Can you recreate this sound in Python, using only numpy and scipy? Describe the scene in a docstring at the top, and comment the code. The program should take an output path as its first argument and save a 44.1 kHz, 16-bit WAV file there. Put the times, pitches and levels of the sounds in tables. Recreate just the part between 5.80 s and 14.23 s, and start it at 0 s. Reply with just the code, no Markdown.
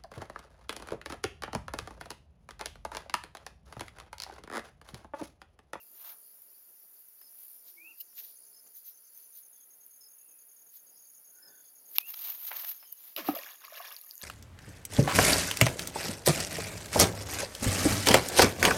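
"""A heavy magnet on a rope is thrown into a pond from a grassy bank.
Throughout, a high insect buzz swells in bouts over a second, steady one; a bird whistles now and then,
and crickets join in, scraping their wings. At first hands shift on the rope, whose fibres catch and
slip. At about 6 s the tackle snaps tight and the rope hisses out. At 7.4 s the magnet slaps the water
and its air cavity closes with a plunk. Last, spray patters back, trapping small bubbles that ring."""
import sys
import numpy as np
from scipy import signal
from scipy.fft import rfft, irfft
from scipy.io import wavfile

SR = 44100
rng = np.random.default_rng(int(sys.argv[2]) if len(sys.argv) > 2 else 0)


def log_audio(samples):
    """Write samples as a 16-bit WAV file to the path given in sys.argv[1]."""
    # one column per channel
    frames = np.atleast_2d(samples).T
    # limit to full scale, then quantise
    limited = np.clip(frames, -1, 1)
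    pcm = np.round(limited * 32767).astype(np.int16)
    wavfile.write(sys.argv[1], SR, pcm)


N = 371763
T = np.arange(N) / SR
HZ = np.fft.rfftfreq(N, 1 / SR)

# Still air and hiss. Each row: frequency in Hz, relative spectral level in dB.
AIR_SPECTRUM = [(18, -56), (30, -1.5), (55, -32.5), (413, -17.5), (1120, -21.5), (1380, -17), (4150, -25.5),
                (5680, -20.5), (7010, -14), (7580, -24.5), (8420, -32.5), (10100, 4), (11200, -8.5),
                (12800, 1.5), (15800, -8.5)]
# Soft swells of the low murmur. Each row: centre in seconds, half length in seconds, rise in dB.
MURMUR_RISES = [(.3, .4, 4), (1.88, .1, 3), (2.43, .08, 3), (2.87, .05, 4), (5.68, .13, 6), (6.3, .35, 4)]
# Distant insects. Each row: centre frequency in Hz, width in Hz, level in dB before the swell.
CHORUS_BANDS = [(4710, 330, -75), (5530, 390, -75.5), (6290, 160, -79.5), (7016, 210, -76)]
# The swell of their chorus. 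Each row: time in seconds, gain in dB.
CHORUS_GAIN = [(0, -3), (1.2, -4), (2.3, 0.5), (3.4, -1.5), (3.9, -10), (4.7, -9), (5.2, -5), (8.4, 0)]
# Calls across the water. Each row: centre in seconds, a third of the length in seconds, pitch in Hz,
# level in dB, glide in octaves a second.
DISTANT_CALLS = [(2.015, .11, 332, -76.5, -0.31), (2.1, .05, 900, -80, .4), (2.09, .05, 1350, -81, 0),
                 (3.796, .06, 3400, -81, -0.75), (4.497, .11, 2640, -81.5, -0.63),
                 (5.158, 0.038, 5000, -71, 0.37), (5.679, 0.14, 1495, -71.5, .1),
                 (5.699, .11, 1730, -75, -0.11), (5.79, 0.11, 3480, -79, -.25),
                 (7.088, 0.063, 3050, -71.5, -0.94)]
# The main cricket grows higher and louder. Each row: time in seconds, pitch in Hz, peak level in dB.
CRICKET_CONTOUR = [(2.6, 6400, -59.5), (3.45, 6340, -60.5), (3.7, 6550, -57), (4.6, 6650, -57),
                   (5.4, 6650, -55.5), (7.1, 6630, -57), (8.4, 6740, -59)]
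# Its phrases. Each row: start in seconds, chirps, strokes in the first chirp, strokes in the others.
CRICKET_PHRASES = [(2.57, 4, 1, 1), (2.949, 5, 2, 2), (3.431, 4, 2, 2), (3.81, 5, 2, 2), (4.289, 5, 3, 2),
                   (4.77, 5, 3, 2), (5.251, 4, 3, 2), (5.683, 1, 2, 2), (5.757, 7, 3, 2), (6.442, 6, 2, 2),
                   (7.077, 2, 2, 1), (7.684, 1, 2, 2), (7.759, 7, 3, 2)]
# A second, lower cricket. Each row: time in seconds, peak level in dB.
LOW_CRICKET_CHIRPS = [(1.421, -60), (2.744, -59), (4.215, -56), (5.631, -54.5), (7.005, -59)]
# One pulse of the insect buzzes. Each row: time in seconds, pitch in Hz, relative level in dB.
BUZZ_STROKE = [(0, 10300, -24), (.0007, 10370, -1), (.0032, 10400, 0), (.0058, 10360, 1),
               (.007, 10050, -11), (.0085, 9700, -15), (.0112, 9250, -28)]
# Bouts of the higher buzz. Each row: centre in seconds, half length in seconds, gain in dB.
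HIGH_BUZZ_BOUTS = [(.37, .17, 5), (1.66, .15, 8), (2.02, .08, -3), (2.6, .12, 7.5), (2.92, .16, 3),
                   (3.58, .23, 6), (4.45, .3, 6), (5.35, .25, 2.5), (5.68, .05, -5), (6.3, .55, 4.5),
                   (8.15, .17, 5)]
# The top of each bird whistle. Each row: time in seconds, pitch in Hz, level in dB before the waver.
WHISTLE_TOPS = [(.008, 2780, -59), (2.11, 2830, -51), (6.29, 2850, -51.5)]

# Rope sliding on hands and grass. Each row: frequency in Hz, relative spectral level in dB.
ROPE_SPECTRUM = [(88, -70), (150, -38), (327, -16), (474, -33), (727, -9), (833, -13.5), (937, -9),
                 (1520, -11.5), (2680, -8.5), (3810, -6.5), (6700, -12), (8810, -33.5), (12500, -2),
                 (14100, -1), (15800, -9)]
# Rope pulled through the hand. Each row: centre and half length in seconds, body and fizz in dB.
# Body is the part of a texture below 8500 Hz, fizz the part above.
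ROPE_PULLS = [(.2, .05, -67, -54), (.285, .042, -59, -48), (1.61, .04, -72, -53), (1.73, .04, -80, -56),
              (3.4, .06, -76, -56), (6.12, .04, -80, -54), (6.205, .015, -60, -54), (6.298, .012, -61, -43),
              (6.465, .05, -53, -42), (6.665, .025, -64, -44), (6.785, .03, -55, -49),
              (6.897, .025, -56, -41), (7.27, .07, -65, -52)]
# Short brushes and ticks. Each row: centre and half length in seconds, body and fizz in dB.
ROPE_BRUSHES = [(.621, .001, -73, -43.5), (1.415, .001, -71, -42.5), (1.887, .025, -64.5, -51),
                (2.186, .008, -74, -52), (2.21, .007, -61, -37), (2.391, .02, -55.5, -42),
                (2.446, .012, -64, -48), (2.49, .04, -68, -54), (2.972, .023, -70, -48),
                (3.081, .026, -65, -46.5), (3.377, .001, -71, -42), (3.575, .028, -67, -48),
                (4.065, .001, -75, -45), (4.958, .022, -67, -49.5), (6.163, .007, -48, -35),
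                (6.342, .003, -46.5, -41), (6.391, .003, -52.5, -48), (6.505, .004, -53, -34),
                (6.678, .007, -49, -38), (6.848, .0025, -46, -34.5), (6.898, .0065, -57, -33.5),
                (7.127, .0026, -60.5, -33.5)]
# Resonances of the squeaking rope. Each row: frequency in Hz, width in Hz, level in dB.
SQUEAK_BANDS = [(2900, 110, -58), (4150, 150, -62), (5150, 330, -56)]
# Flicks of slack rope. Each row: start in seconds, level in dB, decay time in seconds.
SLACK_FLICKS = [(1.413, -63, .012), (2.328, -67, .005), (2.865, -68, .01), (6.34, -48, .004),
                (6.708, -42.5, .004), (6.7156, -33, 0.003), (6.722, -49, 0.069), (6.837, -46, .004),
                (6.847, -48, .005), (7.027, -56, .012)]
# Their dull tone. Each row: frequency in Hz, relative spectral level in dB.
FLICK_SPECTRUM = [(200, -19), (600, -2), (1100, 1.5), (2800, -2), (4500, -15), (7000, -30), (16000, -45)]
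# Modes of the tackle. Each row: frequency in Hz, relative level in dB, t60 and delay in seconds.
TACKLE_MODES = [(990, -25, .0037, .00087), (2756, -15, .005, .00041), (3770, -14.2, .0017, .00078),
                (5390, -19.5, .0045, .00024), (12770, -2.4, .0015, 0), (14300, -6.2, .0006, 0)]

# Water torn by the magnet. Each row: frequency in Hz, relative spectral level in dB.
SPLASH_SPECTRUM = [(59, -67.5), (100, -29), (129, -34), (219, -20), (431, -14), (618, -5), (849, -19),
                   (1170, -6), (1440, -14), (2200, -12.5), (2500, -13.5), (4720, -16), (8550, -27),
                   (12500, 7), (15800, -1)]
# Four bursts of it: the slap, the cavity opening, its collapse, the rebound jet.
# Each row: start, rise and decay time in seconds, body and fizz in dB.
SPLASH_BURSTS = [(7.362, .002, .004, -44, -31), (7.366, .016, .034, -38.5, -41),
                 (7.44, .045, .04, -42.5, -38.5), (7.549, .002, .035, -47, -39)]
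# The flat face cracks on the surface; the air cavity rings as it opens and again as it pinches off.
# Each row: frequency in Hz, peak level in dB, rise and t60 in seconds, glide in octaves a second.
SLAP_MODES = [(2950, -27, .0005, .009, 0), (3750, -27, .0003, .006, 0), (4800, -31, .0003, .005, 0)]
OPENING_MODES = [(390, -41, .0036, .19, -21), (1210, -51, .0027, .06, 2)]
PLUNK_MODES = [(100, -52, .006, .11, -2.5), (195, -33, .004, .055, 4.5), (289, -19.5, .0033, .06, -.5),
               (742, -21.5, .002, .034, 4), (1230, -29.5, .0015, .022, 5)]
# Large bubbles. Each row: start in seconds, starting pitch in Hz, peak level in dB.
LARGE_BUBBLES = [(7.452, 1190, -46), (7.473, 335, -42), (7.537, 530, -40), (7.5635, 630, -34),
                 (7.584, 550, -41), (7.663, 1650, -40.5), (7.839, 1090, -43.5), (7.88, 1140, -43.5),
                 (7.922, 615, -43), (8.0, 1090, -38), (8.002, 710, -40), (8.113, 1150, -46)]
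# The patter of spray. Each row: frequency in Hz, relative spectral level in dB.
SPRAY_SPECTRUM = [(120, -64.5), (200, -30), (681, -4), (879, -10), (1140, 0), (1440, -6.5), (1640, 0.5),
                  (1830, -3), (6450, -9.5), (8640, -25), (10200, -22), (12500, -1.5), (15800, -12.5)]
# Showers falling back. Each row: centre and half length in seconds, body and fizz in dB.
SPRAY_SHOWERS = [(7.655, .085, -52.5, -51), (7.85, .03, -55, -62), (8.015, .095, -48, -49),
                 (8.26, .13, -72, -55), (8.415, .015, -55, -52)]
# Single drops. Each row: start in seconds, relative level in dB, starting pitch in Hz.
SINGLE_DROPS = [(7.6352, -30.5, 2250), (7.8507, -34, 2090), (8.0487, -36, 1560), (8.1254, -36, 5120),
                (8.1653, -28.5, 4500), (8.2133, -41, 4100), (8.3103, -28, 4700), (8.3544, -39, 6600),
                (8.3793, -33, 6620), (8.4157, -30, 3800), (8.4224, -30.5, 6160)]


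def amp(db):
    """Amplitude grows tenfold for every 20 dB."""
    return 10 ** (np.asarray(db) / 20)


def unit(x):
    """Normalisation brings a signal to rms 1."""
    return x / np.sqrt(np.mean(x ** 2) + 1e-20)


def add(mix, s, sound):
    """Superposition: a sound adds to the mix from s seconds on."""
    part = mix[max(round(s * SR), 0):][:len(sound)]
    part += sound[:len(part)]


def colour(x, spectrum):
    """Spectral shaping: the gain follows (Hz, dB) points along a logarithmic frequency axis."""
    hz, db = np.transpose(spectrum)
    return irfft(rfft(x) * amp(np.interp(np.log(HZ + 1), np.log(hz + 1), db)), N)


def band(x, low_hz, high_hz):
    """A band-pass filter with steep, smooth edges."""
    return irfft(rfft(x) / (1 + (low_hz / (HZ + 1)) ** 10) / (1 + (HZ / high_hz) ** 10), N)


def narrow_band(x, hz, width):
    """A Gaussian filter passes the frequencies near hz."""
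    return irfft(rfft(x) * np.exp(-.5 * ((HZ - hz) / width) ** 2), N)


def drift(rate_hz):
    """Low-passed noise gives a random fluctuation of rms 1."""
    return unit(irfft(rfft(rng.standard_normal(N)) * np.exp(-np.minimum(HZ / rate_hz, 10) ** 2), N))


def grains(per_s, spread_db):
    """A Poisson process of clicks, a few of them large."""
    size = amp(spread_db * np.minimum(rng.exponential(1, N), 4))
    return unit(size * rng.choice([-1, 1], N) * (rng.random(N) < per_s / SR))


def two_bands(texture, body, fizz):
    """A crossover gives the body and the fizz of a texture their own gains."""
    return body * unit(band(texture, 20, 8500)) + fizz * unit(band(texture, 8500, SR / 2))


def bell(s, half, edge=4):
    """A smooth envelope: 1 at time s, one half at s - half and s + half."""
    return 1 / (1 + abs((T - s) / half) ** edge)


def swells(rows, edge=4):
    """Bell envelopes sum to a body gain and a fizz gain."""
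    return sum(amp([[body], [fizz]]) * bell(s, half, edge) for s, half, body, fizz in rows)


def envelope(start, rise, end, decay):
    """A linear rise from start, a hold until end, then exponential decay."""
    return np.clip((T - start) / rise, 0, 1) * np.exp(-np.maximum(T - end, 0) / decay)


def ring_envelope(age, rise, t60):
    """A damped resonance builds up, then loses 60 dB every t60 seconds."""
    return (1 - np.exp(-(age / rise) ** 2)) * np.exp(-np.log(1000) * age / t60)


def phase(hz):
    """Phase in radians is the running integral of frequency."""
    return 2 * np.pi * np.cumsum(hz) / SR


def bank_scatter(x, wet_db, t60):
    """Scattering from the banks adds a faint, decaying tail."""
    t = T[:SR // 2]
    tail = rng.standard_normal(len(t)) * amp(-60 * t / t60) * (t > .004)
    return x + amp(wet_db) * signal.fftconvolve(x, tail / np.linalg.norm(tail))[:N]


def air(noise_db=-75.5, murmur_db=-80.3, flutter_db=2):
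    """Broadband ambient noise: an even hiss over a low, wavering murmur."""
    noise = colour(rng.standard_normal(N), AIR_SPECTRUM)
    noise *= amp(noise_db) / np.std(band(noise, 100, 4000))
    swell_db = sum(db * bell(s, half) for s, half, db in MURMUR_RISES)
    murmur = unit(band(noise, 55, 1064)) * amp(murmur_db + swell_db + flutter_db * drift(14))
    middle = amp(-2.5) * band(noise, 1074, 4200)
    treble = amp(-5.5) * band(noise, 3900, 9300)
    hiss = amp(-2) * band(noise, 11300, SR / 2)
    return murmur + middle + treble + hiss


def insect_chorus(throb_db=3.5):
    """Incoherent summation: many far insects merge into throbbing bands of noise."""
    out = np.zeros(N)
    for hz, width, db in CHORUS_BANDS:
        voices = narrow_band(rng.standard_normal(N), hz, width)
        out += amp(db) * unit(voices * amp(throb_db * drift(18)))
    return out * amp(np.interp(T, *np.transpose(CHORUS_GAIN)))


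def far_calls(blur=.055):
    """Spectral broadening: distance smears each call into a narrow, fuzzy band."""
    out = np.zeros(N)
    for s, third, hz, db, glide in DISTANT_CALLS:
        t = np.arange(-1.5 * third, 1.5 * third, 1 / SR)
        scatter = (drift(blur * hz) + 1j * drift(blur * hz))[:len(t)]
        tone = (scatter * np.exp(1j * phase(hz * 2 ** (glide * t)))).real
        add(out, s + t[0], amp(db) * unit(tone) * signal.windows.tukey(len(t), .7))
    return out


def wing_stroke(hz, length, crest, droop):
    """Stridulation: a file scrapes over a wing; the pitch arches, then sags as the wing slows."""
    progress = np.arange(0, 1, 1 / (length * SR))
    pitch = hz * (1 + .0053 * rng.standard_normal()) * (1 - droop * (progress - crest) ** 2)
    return np.sin(phase(pitch)) * np.sin(np.pi * progress ** .8) ** .77


def crickets(chirp_period_s=.1014, spacing_s=.026, lead_s=.0081, extra_stroke_chance=.1):
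    """Two crickets stridulate in chirps; the main one restarts its even beat with each phrase."""
    out = np.zeros(N)
    times, pitches, levels = np.transpose(CRICKET_CONTOUR)
    for start, chirps, first, others in CRICKET_PHRASES:
        for n in range(round(chirps)):
            s = start + n * chirp_period_s
            strokes = round(others) + (rng.random() < extra_stroke_chance) if n else round(first)
            for k in range(strokes):
                stroke = wing_stroke(np.interp(s, times, pitches), length=.018, crest=.36, droop=.24)
                add(out, s - lead_s + k * spacing_s, amp(np.interp(s, times, levels)) * stroke)
    for s, db in LOW_CRICKET_CHIRPS:
        for k in range(3):
            hz = 5240 + 50 * rng.standard_normal()
            stroke = wing_stroke(hz, length=.023, crest=rng.uniform(.1, .5), droop=.18)
            add(out, s - lead_s + k * .0245, amp(db) * stroke)
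    return bank_scatter(out, wet_db=-12, t60=.17)


def insect_buzzes(strokes_per_s=63.1, echo_s=.005134, echo_db=-8, high_db=-66, low_db=-63, waver_db=.7):
    """Two buzzes of rapid stridulation, comb-filtered by interference with a ground echo."""
    times, hz, db = np.transpose(BUZZ_STROKE)
    t = T[:round(times[-1] * SR)]
    stroke = amp(np.interp(t, times, db)) * np.exp(1j * phase(np.interp(t, times, hz)))
    stroke_count = np.floor(np.cumsum(strokes_per_s * (1 + .003 * drift(2))) / SR)
    beats = np.diff(stroke_count, prepend=0)
    phase_jitter = 2 * drift(5) + .45 * rng.standard_normal(N)
    buzz = signal.fftconvolve(beats * np.exp(1j * phase_jitter), stroke)[:N].real
    comb = 1 + amp(echo_db) * np.exp(-2j * np.pi * HZ * echo_s)
    buzz = unit(irfft(rfft(buzz) * comb, N))
    # A high buzz near 10.4 kHz swells in bouts over a second, steady, falling buzz just below it.
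    low_buzz = irfft(rfft(buzz) * np.interp(HZ, [9900, 10200], [1, 0]), N)
    high_buzz = buzz - low_buzz
    bouts_db = sum(gain_db * bell(s, half) for s, half, gain_db in HIGH_BUZZ_BOUTS)
    return high_buzz * amp(high_db + bouts_db + waver_db * drift(5)) + low_buzz * amp(low_db)


def bird(onset_s=.02, climb_s=.125, drop_s=.02, climb_hz_per_s=4700, drop_hz_per_s=22000):
    """Frequency modulation of a pure tone: each trembling whistle climbs, swells and drops away."""
    climb_db_per_s, waver_db = 35, 2.7
    out = np.zeros(N)
    tremble = drift(64) + .4 * drift(25)
    for s, top_hz, db in WHISTLE_TOPS:
        before = np.clip(s - T, 0, climb_s + onset_s)
        after = np.clip(T - s, 0, drop_s)
        pitch = (top_hz - climb_hz_per_s * before - drop_hz_per_s * after) * (1 + .011 * tremble)
        gate = np.minimum((climb_s + onset_s - before) / onset_s, 1) * (1 - after / drop_s)
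        out += gate * amp(db - climb_db_per_s * before) * np.sin(phase(pitch))
    return bank_scatter(out * amp(waver_db * drift(110)), wet_db=-12.5, t60=.35)


def sleeve(s=.28, half=.07, db=-63):
    """Friction of cloth makes a soft swish as the arm moves."""
    return amp(db) * bell(s, half) * unit(band(rng.standard_normal(N), 550, 1760))


def rope_slide(catch_db=2, snap_db=-9):
    """Stick-slip friction: the rope creeps through the grip, runs out at the throw, then slackens."""
    fibres = colour(grains(per_s=8000, spread_db=3), ROPE_SPECTRUM) * amp(catch_db * drift(64))
    snaps = colour(grains(per_s=22, spread_db=3), ROPE_SPECTRUM)  # single fibres let go
    grip_db, payout_db = [[-84], [-59.5]], [[-59], [-43.5]]  # body and fizz of each
    grip = amp(grip_db) * envelope(start=0, rise=.01, end=1.95, decay=.3)
    speed = envelope(start=6.05, rise=.4, end=6.88, decay=.16)
    slide = grip + amp(payout_db) * speed ** 1.2 + swells(ROPE_PULLS)
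    return two_bands(fibres, *slide) + amp(snap_db) * two_bands(snaps, *grip)


def rope_brushes(firm_db=-43):
    """Brief friction on the rope: the firmer the brush, the lower its spectrum reaches."""
    body, fizz = swells(ROPE_BRUSHES, edge=2.6)
    fibres = colour(grains(per_s=11000, spread_db=2.4), ROPE_SPECTRUM)
    firmness = np.minimum(body / amp(firm_db), 1) ** .4
    lower = .85 * firmness * body * unit(band(fibres, 1300, 3400))
    return two_bands(band(fibres, 3600, SR / 2), body, fizz) + lower


def rope_squeak(s=2.21, half=.007):
    """Friction excites a few narrow resonances as the grip tightens."""
    rub = rng.standard_normal(N)
    rasp = sum(amp(db) * unit(narrow_band(rub, hz, width)) for hz, width, db in SQUEAK_BANDS)
    return bell(s, half, edge=3) * rasp


def rope_flicks():
    """Slack rope flaps in dull bursts of noise that decay exponentially."""
    level = sum(amp(db) * (T >= s) * np.exp(-abs(T - s) / decay) for s, db, decay in SLACK_FLICKS)
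    noise = unit(colour(rng.standard_normal(N), FLICK_SPECTRUM))
    return band(level * noise, 410, 8000)


def tackle_snap(s=6.18375, peak_db=-2.6):
    """Impulse excitation: the tackle snaps tight and its heavily damped modes ring briefly."""
    t, out = T[:SR // 20], np.zeros(N)
    for hz, db, t60, delay in TACKLE_MODES:
        age = np.maximum(t - delay, 0)
        ring = ring_envelope(age, rise=.0002, t60=t60)
        add(out, s, amp(db) * ring / ring.max() * np.sin(2 * np.pi * hz * age))
    bass_cut = signal.butter(2, 600, "highpass", fs=SR, output="sos")  # the snap stays thin, with no low thud
    out = signal.sosfilt(bass_cut, out)
    out = signal.lfilter(*signal.iirnotch(8500, Q=2, fs=SR), out)
    return amp(peak_db) * out / abs(out).max()


def bubble(hz, rise, t60, glide):
    """An air pocket pulses, gliding in octaves a second; the change of its flow radiates pressure."""
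    t = T[:SR // 8]
    flow = ring_envelope(t, rise, t60) * np.sin(phase(hz * 2 ** (glide * t)))
    pressure = np.gradient(flow)
    return pressure / abs(pressure).max()


def froth(per_s, spread_db, cycles, sizes=28):
    """Small bubbles resonate at random times, each size at its own pitch."""
    out = np.zeros(N)
    for hz in np.geomspace(450, 6500, sizes) * rng.uniform(.95, 1.05, sizes):
        ring = bubble(hz, rise=1 / hz, t60=cycles / hz, glide=4.6)
        out += np.sqrt(hz) * unit(signal.oaconvolve(grains(per_s, spread_db), ring)[:N])
    return unit(out)


def spray(small_bubbles, tick_db=-8, clump_db=2.4):
    """Many tiny impacts and bubbles superpose into showers of patter."""
    ticks = amp(tick_db) * grains(per_s=2500, spread_db=6)
    patter = colour(ticks + small_bubbles, SPRAY_SPECTRUM) * amp(clump_db * drift(45))
    return two_bands(patter, *swells(SPRAY_SHOWERS))


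def drops(bubble_gain_db=-4.5, tick_db=-32):
    """Air entrainment: each drop ticks on the surface and traps a tiny, ringing bubble."""
    out = np.zeros(N)
    for s, db, hz in SINGLE_DROPS:
        add(out, s, amp(tick_db) * bubble(12700, rise=.0001, t60=.0027, glide=0))
        add(out, s, amp(db + bubble_gain_db) * bubble(hz, rise=.00015, t60=.006, glide=23))
    return out


def large_bubbles(rise_cycles=1.6, ring_cycles=28):
    """Damping scales with frequency, so the lower of these rising bubbles ring longer."""
    out = np.zeros(N)
    for s, hz, db in LARGE_BUBBLES:
        add(out, s, amp(db) * bubble(hz, rise_cycles / hz, ring_cycles / hz, glide=3))
    return out


def torn_water(small_bubbles):
    """The impact tears the surface into broadband bursts of clicks and froth."""
    torn = colour(grains(per_s=7000, spread_db=1.5) + .68 * small_bubbles, SPLASH_SPECTRUM)
    gains = sum(amp([[body], [fizz]]) * envelope(s, rise, s + rise, decay)
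                for s, rise, decay, body, fizz in SPLASH_BURSTS)
    return two_bands(torn, *gains)


def slap_and_plunk(slap_s=7.364, opens_s=7.385, shuts_s=7.486):
    """Cavity resonance: after the slap, the air behind the magnet rings as it opens and shuts."""
    out = np.zeros(N)
    for s, modes in (slap_s, SLAP_MODES), (opens_s, OPENING_MODES), (shuts_s, PLUNK_MODES):
        for hz, db, rise, t60, glide in modes:
            add(out, s, amp(db) * bubble(hz, rise, t60, glide))
    return out


def magnet_splash():
    """Water entry: impact and cavity, then bubbles and spray, all scattered by the banks."""
    small_bubbles = froth(per_s=70, spread_db=3, cycles=34)
    entry = slap_and_plunk() + torn_water(small_bubbles)
    aftermath = large_bubbles() + spray(small_bubbles) + drops()
    return bank_scatter(entry + aftermath, wet_db=-12.5, t60=.17)


def scene():
    """The bank, its animals and the throw superpose in one channel."""
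    bank = air() + insect_chorus() + far_calls() + crickets() + insect_buzzes() + bird()
    handling = sleeve() + rope_slide() + rope_brushes() + rope_squeak() + rope_flicks()
    return (bank + handling + tackle_snap() + magnet_splash())[None]


def record(dry):
    """Band limiting: a small microphone loses the deep bass, and a low-pass cuts the top treble."""
    bass_cut = signal.butter(2, 80, "highpass", fs=SR, output="sos")
    treble_cut = signal.firwin(301, 15900, window=("kaiser", 8), fs=SR)
    return signal.oaconvolve(signal.sosfilt(bass_cut, dry), treble_cut[None], "same")


dry = scene()
out = record(dry)
log_audio(out)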